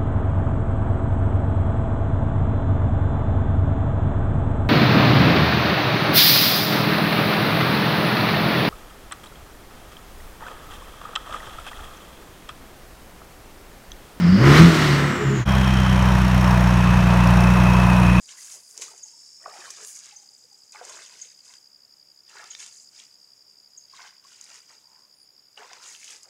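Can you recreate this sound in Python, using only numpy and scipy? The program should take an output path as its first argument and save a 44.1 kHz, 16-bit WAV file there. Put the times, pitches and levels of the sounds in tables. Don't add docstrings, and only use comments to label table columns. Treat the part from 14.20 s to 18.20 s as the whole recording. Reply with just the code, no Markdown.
import sys
import numpy as np
from scipy import signal
from scipy.fft import rfft, irfft
from scipy.io import wavfile

SR = 44100
rng = np.random.default_rng(int(sys.argv[2]) if len(sys.argv) > 2 else 0)


def wav_record(signal):
    frames = np.transpose(np.atleast_2d(signal))
    bounded = np.clip(frames, -1, 1)
    quanta = np.round(bounded * 32767).astype(np.int16)
    wavfile.write(sys.argv[1], SR, quanta)


N = 176400
T = np.arange(N) / SR

# (time [s], level [dB])
TYRE_LEVEL = [(1.25, -29), (1.65, -32.5), (1.88, -27), (2.1, -30.5), (2.25, -25.5), (2.55, -28.5),
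              (3.0, -25), (3.65, -23), (4, -28.5)]
# (frequency [Hz], relative level [dB])
TYRE_SPECTRUM = [(25, -15), (100, 3.5), (300, -5), (450, -4), (620, 3.5), (800, 1), (970, 8), (1400, -3.5),
                 (2200, -11.5), (3500, -27), (15000, -37.5)]
# (time [s], frequency [Hz], level [dB])
LORRY_HUM = [(3.3, 318, -61), (3.55, 314, -42), (4, 299.7, -35)]
LOW_DRONE = [(1.25, 98, -32), (4, 96.7, -34)]
FADING_WHINE = [(1.25, 3210, -37), (1.75, 3112, -36.5), (2.15, 3120, -50)]
GROWING_WHINE = [(1.25, 2532, -43), (2.5, 2523, -41), (2.8, 2562, -35.5), (3.6, 2578, -33),
                 (4, 2530, -30.5)]
TOP_WHINE = [(2.7, 10060, -75), (3.08, 9900, -54), (3.5, 9630, -59), (3.8, 9450, -51), (4, 9200, -53)]

# (time [s], level [dB])
TICK_LEVEL = [(1.25, -44), (1.65, -47.5), (2.2, -43), (2.75, -49.5), (3.2, -42.5), (4, -48.5)]
# (frequency [Hz], relative level [dB])
RING_SPECTRUM = [(3000, -5.5), (4900, -21), (5450, 13), (5750, 3), (5980, 5), (6350, -26), (6650, -4),
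                 (7500, -19)]
CLICK_SPECTRUM = [(2000, 1.5), (7400, -8), (9700, 6), (10400, -5), (12500, 3), (15500, -6)]
PUFF_SPECTRUM = [(20, -26), (48, 12), (120, 11), (220, 6), (310, 1.5), (440, -4), (650, -0.5), (1200, 1.5),
                 (1900, -1.5), (2150, -6), (2700, -6.5), (3350, -12), (3750, -12.5), (4800, -18.5),
                 (6300, -17.5), (7600, -25.5), (9700, -25.5), (10400, -31.5), (11500, -28.5), (15500, -40)]
# (time [s], firing rate of one cylinder bank [Hz])
IDLE_RATE = [(1.28, 65.6), (1.55, 63.4), (2.2, 61.45), (2.55, 60.22), (3.0, 60.1), (3.6, 60.73), (4, 60.32)]
# (order [per engine cycle], level at 2.6 s [dB])
IDLE_HARMONICS = [(4, -20), (6, -30.5), (7, -40), (8, -20), (10, -28), (12, -18.5), (14, -37.5)]

# (time [s], frequency [Hz], level [dB])
TURBO_WHISTLE = [(0, 5150, -45.5), (.17, 4800, -36.5), (.3, 4860, -38.5), (.6, 8400, -54), (.85, 7920, -49),
                 (1.0, 7367, -46.5), (1.15, 6943, -42.5), (1.24, 6694, -43)]
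VALVE_HISS = [(.5, 4600, -60), (.62, 4550, -49), (.75, 4391, -37), (.86, 4200, -62)]
# (time [s], midrange level [dB], relative treble level [dB])
RUSH_LEVELS = [(0, -31, -46.5), (.16, -29, -46.5), (.22, -21.5, -46), (.275, -16, -34.5), (.39, -13, -26),
               (.47, -19.5, -31.5), (.56, -21, -32), (.7, -19.5, -33), (.85, -23, -40.5), (1.0, -26, -49),
               (1.24, -31, -49.5)]
# (frequency [Hz], relative level [dB])
RUSH_SPECTRUM = [(20, -35), (55, 0.5), (330, 6), (480, -3), (670, -1.5), (780, -4.5), (1020, -0.5),
                 (1350, 2.5), (1640, -1.5), (1900, 0.5), (2130, -1), (2250, -4.5), (2700, -10.5),
                 (2820, -5.5), (3200, -12), (4600, -28.5), (5600, -17), (8000, -32), (15000, -36.5)]
SIZZLE_SPECTRUM = [(1000, 10.5), (4000, 14), (6500, 3.5), (9000, -2.5), (10500, -9), (12000, -7),
                   (15500, -13)]
BARK_SPECTRUM = [(15, -43), (70, 2), (200, -12), (300, 2), (440, -8), (540, -6.5), (750, -35), (3000, -56)]
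# (time [s], level [dB])
GROWL_LEVEL = [(0, -30), (.1, -30.5), (.24, -19.5), (.41, -19.5), (.55, -25), (.72, -28), (.85, -24.5),
               (1.02, -28), (1.15, -23.5), (1.24, -35)]
# (frequency [Hz], relative gain [dB])
PIPE_RESPONSE = [(130, -5), (195, 4), (250, 1.5), (295, -4.5), (390, -2.5), (432, 1), (470, -11.5),
                 (540, -5), (620, -24)]
# (time [s], crankshaft speed [Hz], level of one bank's note [dB], level of its octave [dB])
REVVING = [(0, 44.6, -49, -20.5), (.07, 42.4, -30.5, -12.5), (.115, 45.7, -19.5, -10),
           (.155, 48.6, -31, -9), (.18, 50, -23, -24), (.21, 61.7, -14, -21.5), (.245, 67.4, -11.5, -29),
           (.3, 71, -10, -20), (.37, 76, -16, -25), (.42, 83, -5.5, -14.5), (.47, 85.6, -6.5, -24),
           (.54, 77.7, -23, -22), (.6, 78, -21.5, -31), (.71, 71, -17, -27), (.79, 71.4, -22, -39),
           (.86, 72.5, -20.5, -44), (.93, 70, -36.5, -36), (1.0, 70, -41, -47), (1.07, 69, -18, -35),
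           (1.15, 68.4, -22, -39), (1.24, 57, -20, -45)]

GROWL_ORDERS, FAINT_ORDERS = (3, 5, 6), (2.5, 3.5, 4.5, 5.5, 7)
DROPOUT_S, FADE_S = 1.25, 0.036


def amp(db):
    return 10 ** (np.asarray(db) / 20)


def unit(x):
    return x / np.sqrt(np.mean(x ** 2) + 1e-20)


def curves(table):
    times, *columns = np.transpose(table)
    return [np.interp(T, times, column) for column in columns]


def colour(x, spectrum):
    hz, db = np.transpose(spectrum)
    gain = amp(np.interp(np.log(np.fft.rfftfreq(N, 1 / SR) + 1), np.log(hz), db))
    return unit(irfft(rfft(x) * gain, N))


def wander(hz):
    gain = np.exp(-.5 * (np.fft.rfftfreq(N, 1 / SR) / hz) ** 2)
    return unit(irfft(rfft(rng.standard_normal(N)) * gain, N))


def bursts(turns, lag, width):
    return np.exp(-(np.sin(np.pi * (turns - lag)) / (np.pi * width)) ** 2)


def strikes(turns, lag, length, spread_db=2.5):
    age = (turns - lag) % 1 / length
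    which = np.floor(turns - lag).astype(int)
    return age ** 2 * np.exp(-age) * amp(spread_db * rng.uniform(-1.7, 1, size=512)[which])


def cyclic_noise(cycles, share, size):
    grain = np.interp(cycles % 1, np.arange(size) / size, rng.standard_normal(size), period=1)
    return np.sqrt(share) * unit(grain) + np.sqrt(1 - share) * rng.standard_normal(N)


def narrow_band(table, width_hz):
    hz, db = curves(table)
    angle = 2 * np.pi * np.cumsum(hz) / SR
    return amp(db) * unit(wander(width_hz) * np.cos(angle) + wander(width_hz) * np.sin(angle))


def drone_and_whines():
    whines = narrow_band(FADING_WHINE, 110) + narrow_band(GROWING_WHINE, 87) + narrow_band(TOP_WHINE, 90)
    return narrow_band(LOW_DRONE, 3.3) + whines


def traffic():
    level_db = curves(TYRE_LEVEL)[0] + 1.3 * wander(hz=30)
    tyres = amp(level_db) * colour(rng.standard_normal(N), TYRE_SPECTRUM)
    return tyres + narrow_band(LORRY_HUM, 2.3)


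def injectors(firings):
    pairs = firings / 2
    taps = strikes(pairs, lag=0.31, length=0.044, spread_db=1)
    taps += 0.51 * strikes(firings, lag=0.62, length=0.13)
    ring = colour(taps * rng.standard_normal(N), RING_SPECTRUM)
    snaps = strikes(pairs, lag=0.32, length=0.038) + 0.5 * strikes(pairs, lag=0.81, length=0.036)
    click = colour(snaps * rng.standard_normal(N), CLICK_SPECTRUM)
    return amp(curves(TICK_LEVEL)[0]) * (ring + amp(-5.5) * click)


def idle_puffs(firings):
    flow = 1 + .5 * bursts(firings, lag=0.98, width=0.31)
    flow += 1.17 * strikes(firings / 2, lag=0.25, length=0.041)
    gas = cyclic_noise(firings / 4, share=0.24, size=3000)
    return amp(-24) * colour(flow * gas, PUFF_SPECTRUM)


def idle_throb(firings):
    throb = np.zeros(N)
    for order, db in IDLE_HARMONICS:
        ratio = order / 4
        settle_db = 1.25 * (ratio - 1) * (np.minimum(T, 3.2) - 2.6)
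        angle = 2 * np.pi * ratio * firings
        if order % 4 == 0:
            wave = np.cos(angle)
        else:
            wave = np.sin(angle + .5 * wander(hz=2.8)) * amp(1.5 * wander(hz=3))
        throb -= np.sqrt(2) * amp(db + settle_db) * wave
    return throb * (1 + 0.03 * wander(hz=13))


def idle():
    hz, = curves(IDLE_RATE)
    firings = np.cumsum(hz * (1 + 0.00295 * wander(hz=10.07))) / SR
    return injectors(firings) + idle_puffs(firings) + idle_throb(firings)


def turbo():
    return narrow_band(TURBO_WHISTLE, 420) + narrow_band(VALVE_HISS, 260)


def gas_rush(turns):
    mid_db, treble_db = curves(RUSH_LEVELS)
    puffs = (1 + 0.24 * bursts(2 * turns, lag=0, width=0.46)) * amp(0.46 * wander(hz=60))
    gas = cyclic_noise(turns / 2, share=0.35, size=1200)
    rush = amp(mid_db) * colour(puffs * gas, RUSH_SPECTRUM)
    sizzle = amp(treble_db + 5.5) * colour(puffs * rng.standard_normal(N), SIZZLE_SPECTRUM)
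    return rush + sizzle


def exhaust_bark(throttle):
    return amp(-21) * throttle * colour(rng.standard_normal(N), BARK_SPECTRUM)


def exhaust_growl(angle):
    growl = np.zeros(N)
    for order in GROWL_ORDERS + FAINT_ORDERS:
        db = -5.5 if order in FAINT_ORDERS else 0
        flutter_db = 4 * wander(hz=9.9)
        growl += amp(db + flutter_db) * np.sin(order * angle + .65 * wander(hz=14.4))
    return amp(curves(GROWL_LEVEL)[0]) * colour(growl, PIPE_RESPONSE)


def exhaust_boom(angle, note_db, octave_db, throttle):
    note = amp(note_db) * (np.cos(2 * angle) + 0.17 * np.sin(angle))
    octave = amp(octave_db) * np.cos(4 * angle)
    roughness_db = (1.6 + 0.26 * throttle) * wander(hz=40)
    return np.sqrt(2) * (note + octave) * amp(roughness_db)


def pull_away():
    hz, note_db, octave_db = curves(REVVING)
    turns = np.cumsum(hz * (1 + 0.0039 * wander(hz=40.8))) / SR
    angle = 2 * np.pi * turns
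    throttle = np.exp(-((T - 0.32) / 0.19) ** 2)
    boom = exhaust_boom(angle, note_db, octave_db, throttle)
    return turbo() + gas_rush(turns) + exhaust_bark(throttle) + exhaust_growl(angle) + boom


def scene():
    fade = np.minimum(abs(T - DROPOUT_S) / FADE_S, 1) ** 0.95
    roadside = drone_and_whines() + traffic() + idle()
    return (fade * np.where(T < DROPOUT_S, pull_away(), roadside))[None]


def record(dry):
    rounded = dry / (1 + abs(dry) ** 8) ** (1 / 8)
    low_pass = signal.firwin(511, cutoff=15750, window=("kaiser", 9), fs=SR)
    return signal.oaconvolve(rounded, low_pass[None], "same")


dry = scene()
out = record(dry)
wav_record(out)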